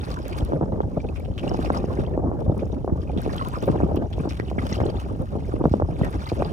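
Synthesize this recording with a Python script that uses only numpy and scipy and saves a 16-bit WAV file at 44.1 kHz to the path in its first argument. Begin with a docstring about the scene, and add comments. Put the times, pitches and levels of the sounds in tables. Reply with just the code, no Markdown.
"""Wind rumbles and flutters on the microphone, with sharp buffets, each in a swirl of rough air.
The place is a kayak on choppy open water; the two microphone ports sit on the paddler's chest.
Close by, a paddle stroke about every second and a half stirs up a wash of bubbles. Wavelets lap and slap
the hull, and drips plink into the water and tick on the deck. Farther off, the chop is an even hiss."""
import sys
import numpy as np
from scipy import signal
from scipy.fft import rfft, irfft
from scipy.io import wavfile

SR = 44100
rng = np.random.default_rng(int(sys.argv[2]) if len(sys.argv) > 2 else 0)


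def wav_out(sig):
    """Save sig, one row per channel (or a flat mono array), as 16-bit PCM at SR to the path in sys.argv[1]."""
    wavfile.write(sys.argv[1], SR, np.round(np.clip(np.atleast_2d(sig).T, -1, 1) * 32767).astype(np.int16))


N = 287794
TIME, FREQ = np.arange(N) / SR, np.fft.rfftfreq(N, 1 / SR) + 1e-3

# Single strong eddies that hit the ports. Each row: time in seconds, level in dB, centre in Hz,
# width in natural-log units of frequency (a wide one is a hard crack).
STRONG_EDDIES = [(0.424, -13, 59.4, 0.51), (0.521, -13, 335, 0.76), (0.533, -10, 360, 0.58),
                 (0.611, -12, 323, .65), (0.722, -15.5, 374, 0.54), (0.8042, -8, 425, 0.65),
                 (1.298, -18, 80, 0.63), (1.5151, -12, 412, 0.48), (1.544, -12, 338, 0.77),
                 (1.59, -14, 256, 0.6), (1.7022, -6, 354, .85), (1.841, -13, 189, 0.7),
                 (1.988, -11, 225, 0.53), (2.176, -9, 334, 0.53), (2.315, -15.5, 442, 0.52),
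                 (2.477, -10.5, 80, .55), (2.494, -10, 116, 0.35), (2.497, -10.5, 382, 0.44),
                 (2.845, -15, 324, 0.53), (2.877, -13.5, 524, 0.44), (2.922, -10.5, 74, 0.84),
                 (3.164, -12.5, 253, 0.37), (3.262, -13.5, 320, 0.58), (3.276, -15, 335, 0.45),
                 (3.689, -14, 397, .75), (3.698, -8, 156, 0.45), (3.746, -26, 330, 0.41),
                 (3.8027, -13.5, 470, 0.56), (3.812, -16.5, 470, 0.72), (3.832, -6.5, 185, 0.71),
                 (3.972, -15.5, 260, 0.5), (4.181, -18, 410, 0.45), (4.273, -17, 263, 0.67),
                 (4.398, -14.5, 193, 0.71), (4.514, -17, 467, 0.45), (4.581, -13, 272, 0.64),
                 (4.802, -12.5, 410, 0.68), (4.809, -12.5, 82.5, 0.51), (4.815, -14, 398, 0.68),
                 (5.198, -14, 107, 0.58), (5.353, -16.5, 251, 0.6), (5.539, -12, 312, 0.49),
                 (5.611, -10, 200, 0.49), (5.640, -9.5, 333, 0.55), (5.6546, -4.5, 283, 0.73),
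                 (5.712, -11, 94, 0.61), (5.7383, -5, 335, 0.6), (5.799, -11.5, 470, 0.59),
                 (5.821, -9.5, 427, 0.59), (5.83, -11, 64.5, 0.57), (6.013, -14.5, 450, 0.54),
                 (6.014, -6, 114, 0.49), (6.3173, -13, 350, 0.53), (6.323, -12, 150, 0.7),
                 (6.4219, -8, 480, 0.55)]
# The colour of splashing water. Each row: frequency in Hz, gain in dB.
SPLASH_COLOUR = [(150, -1), (400, 13), (1200, 18), (2000, 4.5), (2800, 2.5), (4200, -0.5), (5300, -4),
                 (6600, -10.5), (8500, -9), (10300, -13.5), (12200, -30.5), (15000, -12)]


def wind(level_db=-1.5, flutter_db=7, flutter_db_per_octave=1.45, lag_cycles=0.5736, swirl_low_hz=60):
    """Turbulence right on the microphone: small eddies come in bursts and grow fastest with a gust."""
    # The wind's strength at the ports. Each row: time in seconds, level in dB.
    strength = [(0.0, -29.5), (0.27, -31.5), (0.57, -21.5), (0.93, -28), (0.96, -23.0), (1.17, -30.5),
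                (1.38, -30.5), (1.53, -20.5), (1.65, -24.5), (2.39, -21), (2.72, -27.5), (3.35, -27),
                (3.53, -33.0), (3.68, -18.5), (4.04, -21.5), (4.1, -33), (4.25, -21), (4.34, -36),
                (4.52, -28), (4.76, -25.5), (4.82, -17.5), (5.03, -32), (5.21, -23.5), (5.27, -41),
                (5.33, -24.5), (5.48, -29), (5.66, -20.5), (5.69, -35.5), (5.81, -28), (5.96, -28.5),
                (6.08, -20.5), (6.11, -36.5), (6.17, -23), (6.26, -44.5), (6.41, -22), (6.53, -26)]
    # The wind's share in each half octave. Each row: frequency in Hz, relative level in dB.
    band_levels = [(32, -37), (45, -11.5), (65, -4), (130, -8), (260, -8.5), (500, -10.5), (720, -16),
                   (1000, -25.5), (1400, -35), (2000, -49.5)]
    breeze_db = curve(strength)
    gust_db = breeze_db - breeze_db.mean()
    bursts = wander(rate_hz=35)
    spectrum = np.zeros((2, len(FREQ)), complex)
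    for hz in 32 * 2 ** (np.arange(13) / 2):
        follow = 0.34 + 0.33 * max(np.log2(hz / 100), 0)
        swell = amp(level_db + read(band_levels, hz) + breeze_db.mean() + follow * gust_db)
        flutter = 2 * np.tanh((0.69 * bursts + 0.5 * wander(rate_hz=20)) / 2)
        depth_db = max(flutter_db + flutter_db_per_octave * np.log2(hz / 400), 0)
        air = pair(rng.standard_normal((2, N)), likeness=0.6) * amp(depth_db * flutter)
        band = np.cos(np.pi / 2 * np.clip(2 * np.log2(FREQ / hz), -1, 1))
        trail = np.exp(-2j * np.pi * lag_cycles * np.log(FREQ))  # large eddies trail small ones
        eddies = unit(shaped(air, band * trail))
        power = swell ** 2 + swirl_power(hz) / (1 + (swirl_low_hz / hz) ** 6)
        spectrum += rfft(eddies * np.sqrt(power))
    return irfft(spectrum, N)


def buffets(lag_cycles=0.79, skew_rad=0.74, wake=0.28, wake_s=0.00311, high_hz=1600, low_hz=42):
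    """An eddy hits the ports as a pressure swing that falls in pitch: a crack, then a thump."""
    size = 8192
    f, out = np.fft.rfftfreq(size, 1 / SR) + 1e-3, np.zeros((2, N))
    for s, db, hz, width in STRONG_EDDIES:
        turn, slant, wait = 2 * rng.random(3) - 1
        log_ratio = np.log(f / hz)
        swing = np.exp(-0.5 * (log_ratio / width) ** 2 - 2j * np.pi * lag_cycles * log_ratio)
        swing *= 1 + wake * np.exp(-2j * np.pi * f * wake_s * 2 ** (wait / 2))  # a weaker eddy follows
        ports = np.exp(1j * (np.pi * turn + skew_rad * slant * np.array([[1], [-1]])))
        wave = np.fft.fftshift(irfft(swing * ports), axes=1)
        add(out, s - size / 2 / SR, wave * amp(db) / abs(wave).max())
    overloaded = np.tanh(out)  # the hardest buffets overload softly, gaining harmonics that the ports then cut above the treble
    return shaped(overloaded, 1 / np.sqrt(1 + (FREQ / high_hz) ** 7 + (low_hz / FREQ) ** 10))


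def swirl_power(hz, level_db=-23.5, lag_s=0.018, width_s=0.012, octaves_below=0.69):
    """Power around hz of the larger eddies a buffet leaves, just behind it and lower in pitch."""
    s, db, centre_hz, _ = np.transpose(STRONG_EDDIES)
    t = TIME[::100]
    share = amp(db + level_db) ** 2 * np.exp(-(np.log2(hz / centre_hz) + octaves_below) ** 2)
    swells = np.exp(-((t - s[:, None] - lag_s) / width_s) ** 2)
    return np.interp(TIME, t, share @ swells)


def wash(level_db=-2.5, bubbles_per_s=3000, size_db=4.5, spray_db=1, clump_db=2):
    """Beside the boat, stirred water breeds bubbles of like size in spurts, under a fine spray."""
    swarm, pitches = np.zeros((2, N)), 60
    births = int(bubbles_per_s * N / SR / pitches)
    for register in np.geomspace(500, 15000, pitches).reshape(6, -1):
        spurts = np.sqrt(0.53 + patter(per_s=70, decay_s=0.011) ** 2)
        for k, hz in enumerate(register):
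            clicks = np.zeros(N)
            clicks[rng.integers(0, N, births)] = amp(size_db * np.minimum(rng.exponential(1, births), 4))
            cycles = rng.uniform(3, 9) * (hz / 2000) ** (1 / 3)
            ring = bubble(hz, cycles, rise=rng.uniform(-0.003, 0.006))
            swarm[k % 2] += unit(signal.oaconvolve(clicks * spurts, ring)[:N]) * np.sqrt(hz)
    swarm = np.array([swarm[0] + swarm[1], swarm[0] - swarm[1]])  # bubbles lie a little to either side
    spray = rng.standard_normal((2, N)) * patter(per_s=1400, decay_s=0.0026)
    spray *= np.sqrt(1.4 + patter(per_s=90, decay_s=0.0037) ** 2)
    spray = unit(shaped(spray, FREQ / (FREQ + 2500)))
    water = (unit(swarm) + amp(spray_db) * spray) * amp(clump_db * wander(rate_hz=4.8))
    water = shaped(water, amp(read(SPLASH_COLOUR, FREQ)))
    water /= np.std(shaped(water, FREQ > 2500))  # the treble sets the level
    return from_water(water, likeness=0.75) * amp(level_db) * stirring()


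def stirring(bite_s=0.11, fizz_out_db_per_s=51):
    """How hard the water is stirred: a stroke bites, holds and fizzes out; a wavelet swells and sinks."""
    # Paddle strokes. Each row: blade entry in seconds, length of the pull in seconds, level in dB.
    pulls = [(-0.05, 0.41, -48), (1.371, 0.4, -47.5), (3.139, 0.53, -46.5), (4.551, 0.2, -45),
             (6.0, 0.44, -47)]
    # Wavelets lapping along the hull. Each row: crest in seconds, half length in seconds, level in dB.
    wavelets = [(0.747, 0.11, -70), (1.133, 0.21, -59.5), (1.97, 0.076, -52.5), (2.412, 0.055, -63.5),
                (2.66, 0.11, -58), (3.097, 0.1, -58.5), (4.39, 0.3, -54), (4.983, 0.043, -47),
                (5.238, 0.12, -54.5), (5.508, 0.06, -52.5), (5.719, 0.065, -51), (6, 0.083, -51.5)]
    swells = []
    for s, pull_s, db in pulls:
        bite = np.clip((TIME - s) / bite_s, 0, 1)
        swells.append(bite * amp(db - fizz_out_db_per_s * np.maximum(TIME - s - pull_s, 0)))
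    swells += [amp(db) * np.exp(-0.5 * ((TIME - s) / half_s) ** 2) for s, half_s, db in wavelets]
    return np.linalg.norm(swells, axis=0)


def slaps(level_db=1, attack_s=0.00041, decay_s=0.012, grain_db=5, pocket_db=14, pocket_q=7):
    """A sheet of water breaks on hull or blade: a short, grainy burst that rings a pocket of air."""
    # Slaps and spits close by. Each row: start in seconds, level in dB, pitch of the air pocket in Hz.
    hits = [(0.113, -33, 4460), (0.2488, -32.5, 2400), (0.327, -29.5, 2420), (0.81, -43.5, 3200),
            (1.013, -48, 5830), (1.064, -46, 3550), (1.152, -44.5, 5900), (1.158, -33, 2450),
            (1.247, -37, 2850), (1.3783, -28, 2970), (1.4315, -35, 2340), (1.536, -35, 5430),
            (1.646, -31, 5150), (1.656, -28, 2480), (1.765, -30, 5050), (2.592, -34.5, 2450),
            (3.1738, -31.5, 3370), (3.2466, -32, 2390), (3.376, -35, 3530), (3.962, -34.5, 2920),
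            (4.126, -31, 3350), (4.29, -31, 5500), (4.304, -28.5, 2440), (4.393, -20.5, 1890),
            (4.658, -43, 5300), (4.691, -33, 5160), (4.756, -35, 5150), (4.801, -27, 2130),
            (5.716, -39, 5300), (6.045, -25.5, 1890), (6.287, -29.5, 4500), (6.296, -29.5, 2600),
            (6.4205, -28.5, 2270)]
    t, out = np.arange(SR // 8) / SR, np.zeros((2, N))
    envelope = (1 - np.exp(-t / attack_s)) * np.exp(-t / decay_s)
    grains = rng.standard_normal((2, N)) * amp(grain_db * wander(rate_hz=290))
    grains = unit(shaped(grains, amp(read(SPLASH_COLOUR, FREQ))))
    for s, db, hz in hits:
        burst = grains[:, round(s * SR):][:, :len(t)]
        burst = burst * envelope[:burst.shape[1]]
        pocket = amp(pocket_db) * signal.lfilter(*signal.iirpeak(hz, pocket_q, SR), burst)
        slap = signal.lfilter(*signal.butter(2, hz / 2, "high", fs=SR), burst + pocket)
        add(out, s, slap * amp(db + level_db) / abs(slap).max())
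    return from_water(out, likeness=0.53)


def drips(cycles=10, rise=0.004, split_db=-7, split_within_s=0.00272):
    """Drips off the blade trap large bubbles that plink; a smaller one splits off just after."""
    # Ringing bubbles. Each row: start in seconds, level in dB, pitch in Hz.
    plinks = [(1.002, -36, 2320), (1.088, -35, 2540), (1.203, -42, 2280), (1.478, -28, 2800),
              (1.494, -29.5, 5350), (1.775, -30, 5220), (2.064, -38.5, 3170), (2.137, -39, 1750),
              (3.074, -44, 2500), (3.093, -40.5, 2400), (3.381, -27, 3180), (3.412, -17.5, 1074),
              (3.421, -27, 1240), (4.402, -33, 1930), (4.587, -26.5, 2120), (4.724, -28, 1990),
              (6.033, -28.5, 1920), (6.273, -32, 2050)]
    out = np.zeros((2, N))
    for s, db, hz in plinks:
        wait, smaller = rng.random(2)
        add(out[0], s, amp(db) * bubble(hz, cycles, rise))
        small_bubble = bubble(hz * (1 + 0.6 * smaller), cycles / 2, rise)
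        add(out[0], s + split_within_s * wait, amp(db + split_db) * small_bubble)
    return from_water(out, likeness=0.89)


def deck_ticks(level_db=-3, decay_s=0.0013, low_cut_hz=4500):
    """Drops burst on the hard deck, near the microphone."""
    # Drops landing. Each row: start in seconds, level in dB.
    drops = [(0.2813, -28.5), (0.4494, -35), (1.1987, -38), (2.579, -38), (3.217, -31), (3.3648, -32),
             (3.486, -27), (3.626, -32), (3.9593, -30), (5.22, -39), (6.048, -34)]
    t, out = np.arange(SR // 50) / SR, np.zeros((2, N))
    for s, db in drops:
        add(out, s, amp(db + level_db) * rng.standard_normal((2, len(t))) * np.exp(-t / decay_s))
    return from_water(shaped(out, 1 / (1 + low_cut_hz / (1j * FREQ))), likeness=0.82)


def distant_chop(level_db=-67, trickle_db=-3):
    """The even hiss of chop far across the bay, with a fine trickle of ripples close by."""
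    # The colour of open water. Each row: frequency in Hz, gain in dB.
    hiss_colour = [(200, -14.5), (1500, 0.5), (2500, -0.5), (6000, -1), (9000, -5), (12500, -10.5),
                   (15000, -9)]
    fizz = rng.standard_normal((2, N)) * np.hypot(1, amp(trickle_db) * patter(per_s=160, decay_s=0.0015))
    hiss = shaped(fizz, amp(read(hiss_colour, FREQ)))
    return amp(level_db) * unit(from_water(hiss, likeness=0.54))


def bubble(hz, cycles, rise):
    """An air pocket rings down over the given cycles; a positive rise lifts its pitch as it surfaces."""
    age = np.arange(int(6 * cycles / hz * SR) + 8) * hz / SR / cycles
    tone = np.sin(2 * np.pi * cycles * age * (1 + rise * age))
    return tone * np.exp(-age) * (1 - np.exp(-2 * cycles * age))


def from_water(two, likeness, delay_s=0.0002885, detour_s=0.00008):
    """Water sounds reach the right port first; long waves bend round the housing and lag more."""
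    return delay_left(pair(two, likeness), delay_s + detour_s / (1 + (FREQ / 6500) ** 6))


def delay_left(stereo, lag_s):
    """Sound is heard later on the left."""
    return shaped(stereo, np.exp(-2j * np.pi * np.outer([1, 0], FREQ * lag_s)))


def pair(two, likeness):
    """Blends two unrelated signals into left and right of a given likeness."""
    angle = np.arccos(np.clip(likeness, 0, 1)) / 2
    return np.array([np.cos(angle) * two[0] + side * np.sin(angle) * two[1] for side in (1, -1)])


def patter(per_s, decay_s):
    """An envelope of random bursts that start sharply and die away, rms 1."""
    landings = (rng.random(N) < per_s / SR) * rng.exponential(1, N)
    return unit(signal.lfilter([1], [1, -np.exp(-1 / (decay_s * SR))], landings))


def wander(rate_hz):
    """Random drift of rms 1 that rolls off above the given rate."""
    return unit(shaped(rng.standard_normal(N), FREQ / (FREQ + 6) / (1 + (FREQ / rate_hz) ** 2)))


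def amp(db):
    """Decibels to gain."""
    return 10 ** (np.asarray(db) / 20)


def unit(x):
    """Scales to an rms of 1."""
    return x / np.sqrt(np.mean(x ** 2) + 1e-20)


def curve(rows):
    """A time table at every sample."""
    return np.interp(TIME, *np.transpose(rows))


def read(points, hz):
    """A spectrum table's value at hz, on a log-frequency axis."""
    f, value = np.transpose(points)
    return np.interp(np.log(hz), np.log(f), value)


def shaped(x, response):
    """Filters by a frequency response."""
    return irfft(rfft(x) * response, N)


def add(mix, s, sound):
    """Adds a sound into the mix at time s."""
    part = mix[..., max(round(s * SR), 0):][..., :sound.shape[-1]]
    part += sound[..., :part.shape[-1]]


def scene(left_lag_s=0.0002):
    """The wind's rumble and buffets, heard slightly earlier on the right, over water near and far."""
    air = delay_left(wind() + buffets(), left_lag_s)
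    return air + wash() + slaps() + drips() + deck_ticks() + distant_chop()


def record(dry, edge_hz=15700):
    """The recorder's band limit cuts the highest treble."""
    low_pass = signal.firwin(511, edge_hz, window=("kaiser", 9), fs=SR)
    return signal.oaconvolve(dry, low_pass[None], "same")


dry = scene()
out = record(dry)
wav_out(out)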